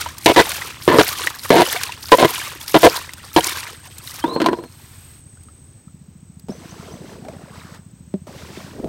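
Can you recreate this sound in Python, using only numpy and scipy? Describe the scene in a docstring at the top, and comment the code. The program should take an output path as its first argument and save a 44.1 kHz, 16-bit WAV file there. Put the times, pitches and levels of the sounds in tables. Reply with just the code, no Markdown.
"""A plastic jug bails a wooden boat close to the microphone: modal knocks and stick-slip scrapes on the planks,
the loudest of them clipping. Each load splashes into the river beside the hull as swarms of bubbles and noise.
The jug is dropped and rattles on its own resonances; then a paddle pulls two gurgling, washing strokes.
Far over the water a slow one-cylinder engine thuds in soft, bell-shaped low tone bursts with weak echoes; on the
bank insects shrill in fluttering narrow bands and a bird whistles rising sweeps, over coloured noise for the air."""
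import sys
import numpy as np
from scipy import signal
from scipy.fft import rfft, irfft, next_fast_len
from scipy.io import wavfile
from scipy.ndimage import map_coordinates

SR = 44100
rng = np.random.default_rng(int(sys.argv[2]) if len(sys.argv) > 2 else 0)


def generate_wav(sig):
    """Save sig (samples, or channels by samples) to the path in sys.argv[1] as 16-bit PCM at SR."""
    pcm = np.round(np.clip(np.atleast_2d(sig).T, -1, 1) * 32767).astype(np.int16)
    wavfile.write(sys.argv[1], SR, pcm)


N = 391608
TIME = np.arange(N) / SR

# The jug's resonances, level before random scatter:
# (frequency [Hz], width [Hz], level pressed on the hull [dB], level loose and empty [dB])
JUG_MODES = [(166.4, 35, -8.5, -5.5), (262, 53, -9, -4), (332.8, 50, 1.5, 4), (456.7, 74, 1, -4),
             (558.5, 70, -4, -10.5), (665, 88, -2, -6), (969.5, 66, 0.5, 0.5), (1430, 530, -14, -12.5),
             (1700, 70, -11.5, -15.5), (2083, 45, -10.5, -20.5), (3060, 900, -17.5, -25.5),
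             (3902, 82, -16.5, -25)]
# Broad contact noise, before the body's own offset: (frequency [Hz], level [dB])
CONTACT_GRIT = [(40, -14), (100, -9.5), (800, -23), (2000, -13.5), (4200, -16.5), (5200, -22), (7500, -29),
                (10000, -33), (16000, -42.5)]
# Each scoop digs in with a knock, a drag and a rebound; treble sets the spectral tilt:
# (time [s], knock peak [dB], treble setting [dB], drag length [s], drag level [dB], rebound peak [dB])
DIGS = [(0.259, 18, 2.5, .06, -7, 4.5), (0.877, 8.5, -28.5, .1, -9.5, -8),
        (1.503, 8.5, -15, 0.059, -7.5, -2), (2.118, 12.5, -4, 0.03, -2, -7),
        (2.742, 1.5, -18, .033, -3.5, 2.5), (3.362, 11, -4, 0.031, -6.5, -3)]
# Then it is shoved along until it strikes a rib: (time [s], scrape level [dB], strike time [s],
# strike peak [dB], strike treble setting [dB], thud peak [dB])
SHOVES = [(0.36, -6, 0.4, 12, -2.5, -4), (0.984, -6, 1.005, -3, -6.5, 10), (1.562, -9, 1.618, 2, -5.5, -3),
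          (2.183, -11.5, 2.246, 7, -24, 9), (2.827, -4, 2.865, 4, -10, 4.5)]
# The dropped jug bounces: (time [s], peak [dB], treble setting [dB])
BOUNCES = [(4.239, -4, -37), (4.361, -5, -35.5), (4.401, -8.5, -14), (4.416, -4, -10), (4.442, -10.5, -16),
           (4.46, 0.5, -10.5), (4.485, -3.5, -25), (4.53, -7.5, -21.5), (4.586, -21.5, -34),
           (4.637, -24, -23)]
# It slides between the bounces: (time [s], length [s], level [dB])
SLIDES = [(4.247, 0.2, -26), (4.398, 0.138, -20.5), (4.563, .1, -34.5)]
# Loads thrown overboard: (leaves the jug [s], bulk lands [s], last of it lands [s],
# splash level [dB], spray level [dB])
THROWS = [(-0.4, -0.199, 0.01, -28, -32.5), (0.199, 0.388, 0.67, -27, -28.5), (0.806, 1.03, 1.27, -28, -29),
          (1.38, 1.626, 1.854, -26, -29), (2.0, 2.25, 2.48, -28, -30), (2.599, 2.86, 2.97, -28.5, -28.5),
          (3.326, 3.434, 3.61, -27.5, -28.5), (4.026, 4.1, 4.17, -40, -35)]
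# Colours of the splash and of its fine spray: (frequency [Hz], relative level [dB])
SPLASH_COLOUR = [(150, -28), (320, -10), (700, -15.5), (1000, -8), (1400, -10), (1900, -8.5), (3800, -6),
                 (5500, -9.5), (7500, -11), (12000, -25)]
SPRAY_COLOUR = [(2500, -11.5), (5000, -6.5), (7500, -12.5), (9700, -4.5), (10400, -11), (11500, -4),
                (15500, -8.5)]
# Single drops and plops on water: (time [s], relative level [dB], bubble pitch [Hz])
PLOPS = [(0.061, -12.5, 914), (0.469, -16.5, 840), (0.62, -13, 1900), (1.272, -1, 1830), (1.762, -14, 685),
         (1.893, -16.5, 920), (1.921, -12.5, 2580), (2.416, -15, 1589), (2.613, -18, 3280),
         (3.092, -19, 1950), (3.407, -8, 2940), (3.483, -12, 2140), (4.075, -16, 3780), (5.372, -42, 1400),
         (5.485, -37, 1220), (5.88, -42, 1240), (7.249, -27, 716), (7.284, -21.5, 616), (7.333, -29.5, 528)]
# Stray drops smack on the wood: (time [s], relative level [dB], centre frequency [Hz])
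SPATTER = [(0.015, -11.5, 4668), (0.183, -13, 9000), (0.5177, -6.5, 2400), (1.3014, -14.5, 4220),
           (1.834, -5.5, 3740), (2.085, -15.5, 3640), (2.38, -14, 3940), (3.135, -14, 4230),
           (3.494, -11, 4420), (3.983, -16.5, 8380), (5.434, -35, 8020), (6.396, -31, 5970),
           (7.7464, -32, 1830)]
# The small wave's hiss: (frequency [Hz], relative level [dB])
LAP_COLOUR = [(700, -4), (1400, 0), (4000, -3), (7000, -6), (10400, -7.5), (12500, -3), (15500, -8)]
# Paddle strokes: (blade in [s], blade out [s], wash level [dB], gurgle level [dB],
# eddy collapses [s], eddy level [dB])
STROKES = [(6.485, 7.76, -46, -41.5, 7.29, -42.5), (8.269, 9.5, -43.5, -41, 8.87, -25)]
# Churned water, deep water closing behind the blade, and wash: (frequency [Hz], relative level [dB])
GURGLE_COLOUR = [(60, -2), (200, -4), (350, 0), (500, -2), (720, -0.5), (1000, -8), (2000, -26)]
SUCK_COLOUR = [(45, 7), (120, -3), (230, 1), (350, -5), (450, 3), (900, -37)]
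WASH_COLOUR = [(500, -16), (1000, 2), (1400, 0), (2600, -2.5), (5000, -2.5), (8000, -8.5), (10500, -13.5),
               (15500, -15)]
# The paddle bumps the hull: (time [s], relative level [dB], treble setting [dB])
BUMPS = [(6.493, -20.5, -59), (8.139, -15.5, -34), (8.572, -26.5, -27.5), (8.843, -17.5, -15),
         (8.873, -27.5, -30)]
# The hull's resonances before random scatter: (frequency [Hz], width [Hz], level [dB])
HULL_MODES = [(199, 38, 7), (263, 50, 1.5), (387, 85, 2), (618, 64, -4.5), (720, 50, -37)]
# The far engine, level before its random scatter:
# (first firing [s], end [s], period [s], level [dB], thud pitch [Hz])
ENGINE_RUNS = [(.04, 5.8, .07065, -37, 114.8), (5.876, 8.88, .0711, -30, 160.7)]
# Loudness of the insect chorus: (time [s], relative level [dB])
INSECT_LEVEL = [(2.9, -51), (3.7, -46), (4.1, -46), (4.6, -54), (5.05, -45.5), (5.7, -50.5), (6.05, -56.5),
                (6.8, -53.5), (8.88, -56)]
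# Centre of the chorus's band: (time [s], frequency [Hz])
SHRILL_PITCH = [(0, 8280), (5.78, 8295), (5.82, 8160), (8.88, 8140)]
# Rising bird notes, before the flutter: (time [s], length [s], first pitch [Hz], last pitch [Hz], level [dB])
BIRD_NOTES = [(4.196, .18, 2864, 4260, -36), (6.495, 0.04, 4900, 6170, -42.5),
              (6.678, 0.038, 4900, 6240, -47), (6.902, 0.036, 4900, 6200, -46)]
# Colour of the open air: (frequency [Hz], relative level [dB])
AIR_COLOUR = [(25, -33), (50, -14.5), (80, 5), (125, -4), (175, -12), (260, -9.5), (500, -23.5),
              (1400, -30), (2500, -32.5), (4800, -35), (6800, -31), (9000, -45.5), (10400, -46.5),
              (15500, -38)]
# Loudness of the open air: (time [s], level [dB])
AIR_LEVEL = [(0, -43), (4.6, -47.5), (5.78, -47), (5.85, -49.5), (8.88, -47)]

# The jug on the planks; FADE and GROW are over one scrape, TILT is per octave in the treble.
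LET_GO = 4.2  # the jug is dropped (s)
DRAG_FADE_DB, DRAG_TILT_DB = -3, 1.1
DRAG_TILT_FOLLOWS = 0.11  # a brighter dig drags brighter too (tilt dB for each dB of treble)
REBOUND_SHARE, REBOUND_TREBLE_DB = .66, -29  # the jug comes down again this far into the drag
SHOVE_GROW_DB, SHOVE_TILT_DB = 2, 2.04
SHOVE_AFTER_S = .01  # the shove carries on this long past the strike
THUD_LEAD_S, THUD_TREBLE_DB = .02, -36.5  # the load thuds in the jug just before the strike
LIFT_S, LIFT_DB, LIFT_FADE_DB, LIFT_TILT_DB = .035, -25.5, -11.5, -.5  # the rim grazes as the jug is lifted
SLIDE_FADE_DB, SLIDE_TILT_DB = -3.5, -7

# Thrown water: first drops below the peak, then thinning out, then dying away.
SPLASH_LEAD_DB, SPLASH_SAG_DB_PER_S, SPLASH_STOP_DB_PER_S = -18, 15, 93.5
SPRAY_LEAD_DB, SPRAY_SAG_DB_PER_S, SPRAY_STOP_DB_PER_S = -8.5, 29, 170
ONSET_S = 0.0071  # fade-in of any rush of water
TRICKLE_DB, TRICKLE_SPRAY_DB, SETTLE_DB_PER_S = -47, -50, 17.5  # run-off; it settles after the drop
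DRIP_DB, DRIP_FOLLOWS = -38, .8  # sparse ringing drips; how closely they follow the splash level
LAP_START_S, LAP_END_S, LAP_DB = 4.68, 5.22, -49.5

# The paddle's water.
CATCH_DB, CATCH_WASH_DB, CATCH_DB_PER_S = 9, 0, 192  # slap of the entering blade, over the stroke's levels
PULL_PEAK_S, PULL_LEAD_DB, PULL_SAG_DB_PER_S = 0.18, -6.5, 4  # the wash swells with the pull
PULL_EASE_S, PULL_EASE_DB_PER_S = .17, 50  # and eases from this long before the eddy
CHURN_PEAK_S, CHURN_LEAD_DB, CHURN_SAG_DB_PER_S = 0.55, -4.5, 13.5  # the gurgle peaks later
EDDY_S = .06  # spread (standard deviation) of the eddy's collapse
DRAIN_PEAK_S, DRAIN_LEAD_DB, DRAIN_SAG_DB_PER_S = 0.13, -8.5, 25  # run-off peaks this long before the exit
DRAIN_DB, DRAIN_WASH_DB = -47, -47  # its bubbles and its hiss
EXIT_DB_PER_S = 244  # the water falls quiet once the blade is out

TOP_HZ = 15900  # band limit


def scoops():
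    """The jug digs in, drags and rebounds; then it is shoved against a rib and lifted."""
    out = np.zeros(N)
    for s, knock_db, treble_db, length, drag_db, rebound_db in DIGS:
        drag_tilt_db = DRAG_TILT_DB + DRAG_TILT_FOLLOWS * treble_db
        add(out, s, knock(s, knock_db, treble_db))
        add(out, s, scrape(s, length, drag_db, DRAG_FADE_DB, drag_tilt_db))
        add(out, s + REBOUND_SHARE * length, knock(s, rebound_db, REBOUND_TREBLE_DB))
    for s, scrape_db, strike_s, strike_db, treble_db, thud_db in SHOVES:
        length = strike_s + SHOVE_AFTER_S - s
        add(out, s, scrape(s, length, scrape_db, SHOVE_GROW_DB, SHOVE_TILT_DB))
        add(out, strike_s - THUD_LEAD_S, knock(s, thud_db, THUD_TREBLE_DB))
        add(out, strike_s, knock(s, strike_db, treble_db))
        add(out, s + length, scrape(s, LIFT_S, LIFT_DB, LIFT_FADE_DB, LIFT_TILT_DB))
    return out


def dropped_jug():
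    """The empty jug bounces and slides to rest on the boards."""
    out = np.zeros(N)
    for s, db, treble_db in BOUNCES:
        add(out, s, knock(s, db, treble_db))
    for s, length, db in SLIDES:
        add(out, s, scrape(s, length, db, SLIDE_FADE_DB, SLIDE_TILT_DB))
    return out


def knock(s, db, treble_db):
    """The jug strikes the wood, a harder contact tilting it brighter; once dropped it chatters longer."""
    body = jug_ring(s, 0.26 * (treble_db + 17.0))
    if s < LET_GO:
        return blow(body, db, chatter_db=-17.5, chatter_t60=0.026)
    return blow(body, db, chatter_db=-16.5, chatter_t60=0.049)


def scrape(start, length, db, change_db, tilt_db):
    """The jug sticks and slips along the wood, each slip exciting its resonances, bright at first then duller."""
    t = np.arange(SR // 4) / SR
    length = max(length, .005)
    hard_slips = rng.random(len(t)) < 1100 / SR  # about 1100 a second
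    slips = hard_slips + 0.038 * rng.standard_normal(len(t))  # over fine grit
    grip = (1 - np.exp(-t / .002)) * np.exp(-np.maximum(t - length, 0) / 0.0033)
    force = unit(slips - slips.mean()) * grip * amp(db + change_db * np.minimum(t / length, 1))
    soft = signal.lfilter(*signal.butter(1, 1400, fs=SR), force)
    force = soft + (force - soft) * np.exp(-.7 * t / length)
    body = jug_ring(start, tilt_db)
    return signal.fftconvolve(force, body / np.linalg.norm(body))


def jug_ring(s, tilt_db):
    """The jug rings with the hull while it is held, and on its own once dropped."""
    held = s < LET_GO
    modes = [(hz, width, held_db if held else loose_db) for hz, width, held_db, loose_db in JUG_MODES]
    return ring(modes, tilt_db, grit_db=-5.5 if held else -9)


def blow(body, db, chatter_db, chatter_t60):
    """A contact chatters briefly; its main push lands just after the first touch."""
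    t = np.arange(SR // 16) / SR
    chatter_gain = amp(chatter_db - 60 * t / chatter_t60) * (1 - np.exp(-t / 0.003))
    force = chatter_gain * rng.standard_normal(len(t))
    force[SR // 600] += 1  # the main push
    sound = signal.fftconvolve(force, body)
    return amp(db) * sound / np.abs(sound).max()


def ring(modes, tilt_db, grit_db, scatter_db=3.0, detune=0.039, size=4096):
    """Causal answer of a body to a tap; spot and water load shift the modes, hard contact tilts them up."""
    hz = np.fft.rfftfreq(size, 1 / SR) + 1
    power = amp(along(CONTACT_GRIT, hz) + grit_db) ** 2
    for centre, width, db in modes:
        centre = centre * np.exp(detune * rng.normal())
        peak_power = amp(db + scatter_db * rng.normal()) ** 2
        resonance = 1 + (2 * (hz - centre) / width) ** 2
        skirt = 1 + (2 * np.log2(hz / centre)) ** 2
        power = power + peak_power / resonance / skirt
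    tilt = amp(tilt_db * np.log2(1 + hz / 500))
    gain = np.sqrt(power) * tilt / (1 + (65 / hz) ** 4)
    # folding the cepstrum gives minimum phase: the ring starts at once
    cepstrum = irfft(np.log(gain + 1e-6))
    cepstrum[1:size // 2] *= 2
    cepstrum[size // 2 + 1:] = 0
    return irfft(np.exp(rfft(cepstrum)))


def splashes():
    """Thrown water lands as a swarm of bubbles on a rush, with a crackle of fine spray."""
    splash_gain, spray_gain = falling_water()
    swarm = bubbles(5000, hz=2000, spread=.65, cycles=22, rise=.2, size_db=3)
    patter = bubbles(9000, hz=3016, spread=.7, cycles=1.5, rise=0.082, size_db=5.0, order=120)
    rush = rng.standard_normal(N)
    splash = coloured(swarm + amp(-4.5) * patter + amp(2) * rush, SPLASH_COLOUR)
    crackle = bubbles(20000, hz=7740, spread=0.36, cycles=6.9, rise=.1, size_db=5.5, order=60)
    spray = coloured(crackle + amp(-2.5) * rng.standard_normal(N), SPRAY_COLOUR)
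    clumps = amp(2.5 * wobble(55))  # the sheet of water breaks into lumps
    spurts = amp(3.1 * wobble(110))
    drips = bubbles(400, hz=1970, spread=.45, cycles=33, rise=.25, size_db=3.0, order=1100)
    drip_gain = amp(DRIP_DB) * (splash_gain / splash_gain.max()) ** DRIP_FOLLOWS * (TIME < LET_GO)
    return clumps * (splash_gain * splash + spray_gain * spurts * spray) + drip_gain * drips


def falling_water():
    """Gains of splash and spray: throws swell and die over a trickle that settles when the bailing stops."""
    settle = amp(-SETTLE_DB_PER_S * np.maximum(TIME - LET_GO, 0))
    splash, spray = [amp(TRICKLE_DB) * settle], [amp(TRICKLE_SPRAY_DB) * settle]
    for start, lands, end, splash_db, spray_db in THROWS:
        splash_surge = surge(start, lands, end, SPLASH_LEAD_DB, SPLASH_SAG_DB_PER_S, SPLASH_STOP_DB_PER_S)
        spray_surge = surge(start, lands, end, SPRAY_LEAD_DB, SPRAY_SAG_DB_PER_S, SPRAY_STOP_DB_PER_S)
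        splash.append(amp(splash_db) * splash_surge)
        spray.append(amp(spray_db) * spray_surge)
    return np.linalg.norm(splash, axis=0), np.linalg.norm(spray, axis=0)  # powers add


def surge(start, peak, end, lead_db, sag_db_per_s, stop_db_per_s):
    """Gain of a rush of water: it sets in, swells to its peak, sags, and dies after its end."""
    gain, heard = np.zeros(N), (TIME > start) & (TIME < end + 1)
    t = TIME[heard]
    rise_db = lead_db * np.clip((peak - t) / (peak - start), 0, 1)
    fall_db = sag_db_per_s * np.maximum(t - peak, 0) + stop_db_per_s * np.maximum(t - end, 0)
    gain[heard] = np.minimum((t - start) / ONSET_S, 1) * amp(rise_db - fall_db)
    return gain


def plops():
    """A drop on water smacks and traps one ringing bubble; on wood it only smacks."""
    out, t = np.zeros(N), np.arange(SR // 12) / SR
    for s, db, hz in PLOPS:
        trapped = bubble(t, hz, cycles=31.5, rise=0.24)
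        add(out, s, amp(db - 3.5) * (trapped + amp(-5) * smack(t, hz, t60=0.041)))
    for s, db, hz in SPATTER:
        add(out, s, amp(db - 3) * smack(t, hz, t60=0.024))
    return out


def smack(t, hz, t60):
    """A short burst of water noise around one frequency, peak 1."""
    band = signal.butter(1, [hz / 2, min(2 * hz, SR / 2.2)], "band", fs=SR)
    burst = signal.lfilter(*band, amp(-60 * t / t60) * rng.standard_normal(len(t)))
    return burst / np.abs(burst).max()


def bubble(t, hz, cycles, rise):
    """A bubble rings for some cycles and climbs in pitch as it nears the surface."""
    age = t * hz / cycles
    tone = np.sin(2 * np.pi * hz * t * (1 + rise * np.minimum(age, 2) / 2))
    decay = amp(-40 * np.minimum(age, 10))
    attack = 1 - np.exp(-np.minimum(2 * t * hz, 20))
    return tone * decay * attack


def bubbles(count, hz, spread, cycles, rise, size_db, order=640):
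    """A steady swarm of bubbles with scattered pitch, life and size, at rms 1; order is samples each."""
    start = rng.integers(0, N, (count, 1))
    pitch = np.clip(hz * np.exp(spread * rng.standard_normal((count, 1))), 150, 14000)
    life = cycles * np.exp(.5 * rng.standard_normal((count, 1)))
    size = amp(size_db * np.minimum(rng.exponential(1, (count, 1)), 4))
    k = np.arange(order)
    fade = 1 - (k / order) ** 2
    grains = size * bubble(np.float32(k / SR), np.float32(pitch), np.float32(life), rise) * fade
    return unit(np.bincount((start + k).ravel(), grains.ravel(), N + order)[:N])


def lap():
    """A small wave passes along the hull with a smooth hiss of coloured noise."""
    u = np.clip((TIME - LAP_START_S) / (LAP_END_S - LAP_START_S), 0, 1)
    hiss = coloured(rng.standard_normal(N), LAP_COLOUR)
    return amp(LAP_DB) * np.sqrt(np.abs(np.sin(np.pi * u))) * hiss


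def paddle():
    """The blade churns bubbles under a soft wash of froth and noise, and the paddle bumps the ringing hull."""
    churn = bubbles(2200, hz=507, spread=.55, cycles=14.5, rise=0.121, size_db=1.5, order=900)
    gurgle = coloured(churn + .9 * rng.standard_normal(N), GURGLE_COLOUR)
    gulps = bubbles(1200, hz=242.4, spread=0.2, cycles=2.8, rise=.1, size_db=2.5, order=1000)
    suck = coloured(gulps + .6 * rng.standard_normal(N), SUCK_COLOUR)
    froth = bubbles(3000, hz=2062, spread=.7, cycles=14.7, rise=0.202, size_db=0.5, order=360)
    wash = coloured(froth + 2.7 * rng.standard_normal(N), WASH_COLOUR) * amp(1.7 * wobble(16))
    runoff = bubbles(2400, hz=1350, spread=0.347, cycles=12, rise=.2, size_db=0.5, order=400)
    out = np.zeros(N)
    for row in STROKES:
        gurgle_gain, wash_gain, drain_gain = stroke(*row)
        gurgle_db = 20 * np.log10(gurgle_gain + 1e-9)
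        depth = np.clip(0.25 + (gurgle_db + 45) / 35, .1, .8)  # a harder pull frees bigger, deeper bubbles
        eddy = np.sqrt(1 - depth) * gurgle + np.sqrt(depth) * suck
        out += gurgle_gain * eddy + wash_gain * wash + drain_gain * runoff
    for s, db, treble_db in BUMPS:
        body = ring(HULL_MODES, .12 * (treble_db + 25), grit_db=-24, scatter_db=1.5)
        add(out, s, blow(body, db + 4.5, chatter_db=-27.5, chatter_t60=0.066))
    return out


def stroke(start, end, wash_db, gurgle_db, eddy_s, eddy_db):
    """Gains of gurgle, wash and run-off: the blade slaps in, pulls, sheds an eddy and drains as it rises."""
    catch = (TIME > start) * amp(-CATCH_DB_PER_S * np.maximum(TIME - start, 0))
    pull = surge(start, start + PULL_PEAK_S, eddy_s - PULL_EASE_S,
                 PULL_LEAD_DB, PULL_SAG_DB_PER_S, PULL_EASE_DB_PER_S)
    churn = surge(start, start + CHURN_PEAK_S, end, CHURN_LEAD_DB, CHURN_SAG_DB_PER_S, EXIT_DB_PER_S)
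    drain = surge(eddy_s, end - DRAIN_PEAK_S, end, DRAIN_LEAD_DB, DRAIN_SAG_DB_PER_S, EXIT_DB_PER_S)
    collapse = swell(eddy_s, EDDY_S)
    gurgle = [amp(gurgle_db + CATCH_DB) * catch, amp(gurgle_db) * churn, amp(eddy_db) * collapse]
    wash = [amp(wash_db + CATCH_WASH_DB) * catch, amp(wash_db) * pull, amp(DRAIN_WASH_DB) * drain]
    return np.linalg.norm(gurgle, axis=0), np.linalg.norm(wash, axis=0), amp(DRAIN_DB) * drain


def swell(s, width):
    """Gain of a smooth swell around time s."""
    return np.exp(-np.minimum(((TIME - s) / width) ** 2 / 2, 20))


def insects():
    """A chorus shrills in one narrow band, each quick pulse sliding down; a fainter kind sings lower."""
    shrill_hz = curves(SHRILL_PITCH)[0]
    cycle = np.cumsum(38 * np.exp(0.34 * wobble(25))) / SR % 1  # about 38 pulses a second
    near_hz = shrill_hz + 750 * (.5 - cycle) + 110 * wobble(60)
    near = np.sin(np.pi * cycle) ** 2 * sine(near_hz)
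    chorus = wobble(800) * sine(shrill_hz + 120 * wobble(200))
    lower = wobble(700) * sine(6900 + 200 * wobble(2.8))
    mix = unit(near) + amp(0.5) * unit(chorus) + amp(-14.0) * unit(lower)
    return amp(curves(INSECT_LEVEL)[0] - 3.5) * unit(mix)


def bird():
    """Whistles sweep up and level off, fluttering; the top of each note lingers among the trees."""
    notes, tops = np.zeros(N), np.zeros(N)
    for s, length, first_hz, last_hz, db in BIRD_NOTES:
        u = np.linspace(0, 1, round(length * SR))
        hz = first_hz + (last_hz - first_hz) * np.sin(np.pi / 2 * np.minimum(u / .95, 1) ** 1.2)
        note = amp(db) * np.sqrt(np.abs(np.sin(np.pi * u ** 1.7))) * sine(hz)
        add(notes, s, note)
        add(tops, s, note * u ** 2)
    t = np.arange(SR) / SR
    trees = rng.standard_normal(SR) * amp(-60 * t / 0.99)  # decaying noise echo
    lingering = signal.fftconvolve(tops, trees / np.linalg.norm(trees))[:N]
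    return notes * amp(5.6 * wobble(160)) + amp(5) * lingering


def engine():
    """Only the low thud of each firing carries over the water; the banks return it weakly."""
    out, t = np.zeros(N), np.arange(-SR // 50, SR // 12) / SR
    for first, end, period, db, hz in ENGINE_RUNS:
        echo_near = 0.11 * thud(t - 0.022, hz, .007)
        echo_far = 0.12 * thud(t - .033, hz, .009)
        firing = thud(t, hz, 0.0044) + echo_near + echo_far
        for s in np.arange(first, end, period):
            add(out, s + t[0], amp(db + 1.8 * rng.normal()) * firing)
    return out


def thud(t, hz, width):
    """A low tone under a bell-shaped envelope around t = 0, a single soft push of pressure."""
    return -np.sin(2 * np.pi * hz * t + np.pi / 2) * np.exp(-(t / width) ** 2)


def open_air():
    """The place itself: coloured noise with a level that drifts and drops quickly once near 5.8 s."""
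    return amp(curves(AIR_LEVEL)[0]) * coloured(rng.standard_normal(N), AIR_COLOUR)


def amp(db):
    """Decibels to gain."""
    return np.exp(np.asarray(db) * float(np.log(10) / 20))


def unit(x):
    """x at rms 1."""
    return x / np.sqrt(np.mean(x ** 2) + 1e-20)


def sine(hz):
    """A sine whose pitch follows hz sample by sample."""
    return np.sin(2 * np.pi * np.cumsum(hz) / SR)


def along(points, hz):
    """(Hz, value) points read off on a log axis."""
    f, v = np.transpose(points)
    return np.interp(np.log(hz + 1), np.log(f + 1), v)


def curves(rows):
    """One value per sample for each column after the time."""
    s, *cols = np.transpose(rows)
    return [np.interp(TIME, s, c) for c in cols]


def wobble(rate):
    """A smooth random curve, rate knots a second."""
    coarse = TIME[::8]
    knots = rng.standard_normal(int(N * rate / SR) + 4)
    return np.interp(TIME, coarse, map_coordinates(knots, [coarse * rate], order=2))


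def add(track, s, sound):
    """Mix a sound in at time s."""
    part = track[max(round(s * SR), 0):][:len(sound)]
    part += sound[:len(part)]


def filtered(x, response):
    """x times a response of frequency."""
    m = next_fast_len(N + SR // 4)
    return irfft(rfft(x, m) * response(np.fft.rfftfreq(m, 1 / SR)), m)[:N]


def coloured(x, spectrum):
    """x in the given colour, falling steeply below it, at rms 1."""
    lowest_hz = spectrum[0][0]
    return unit(filtered(x, lambda hz: amp(along(spectrum, hz)) * np.minimum(hz / lowest_hz, 1) ** 2))


def scene():
    """Jug, water and paddle close by; insects, bird, far engine and open air behind them."""
    boat = scoops() + dropped_jug()
    water = splashes() + plops() + lap() + paddle()
    background = insects() + bird() + engine() + open_air()
    return (boat + water + background)[None]


def record(dry):
    """The microphone overloads: peaks clip at full scale, and nothing is kept above the band limit."""
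    clipped = np.clip(dry[0], -1, 1)
    return filtered(clipped, lambda hz: hz < TOP_HZ)[None]


dry = scene()
out = record(dry)
generate_wav(out)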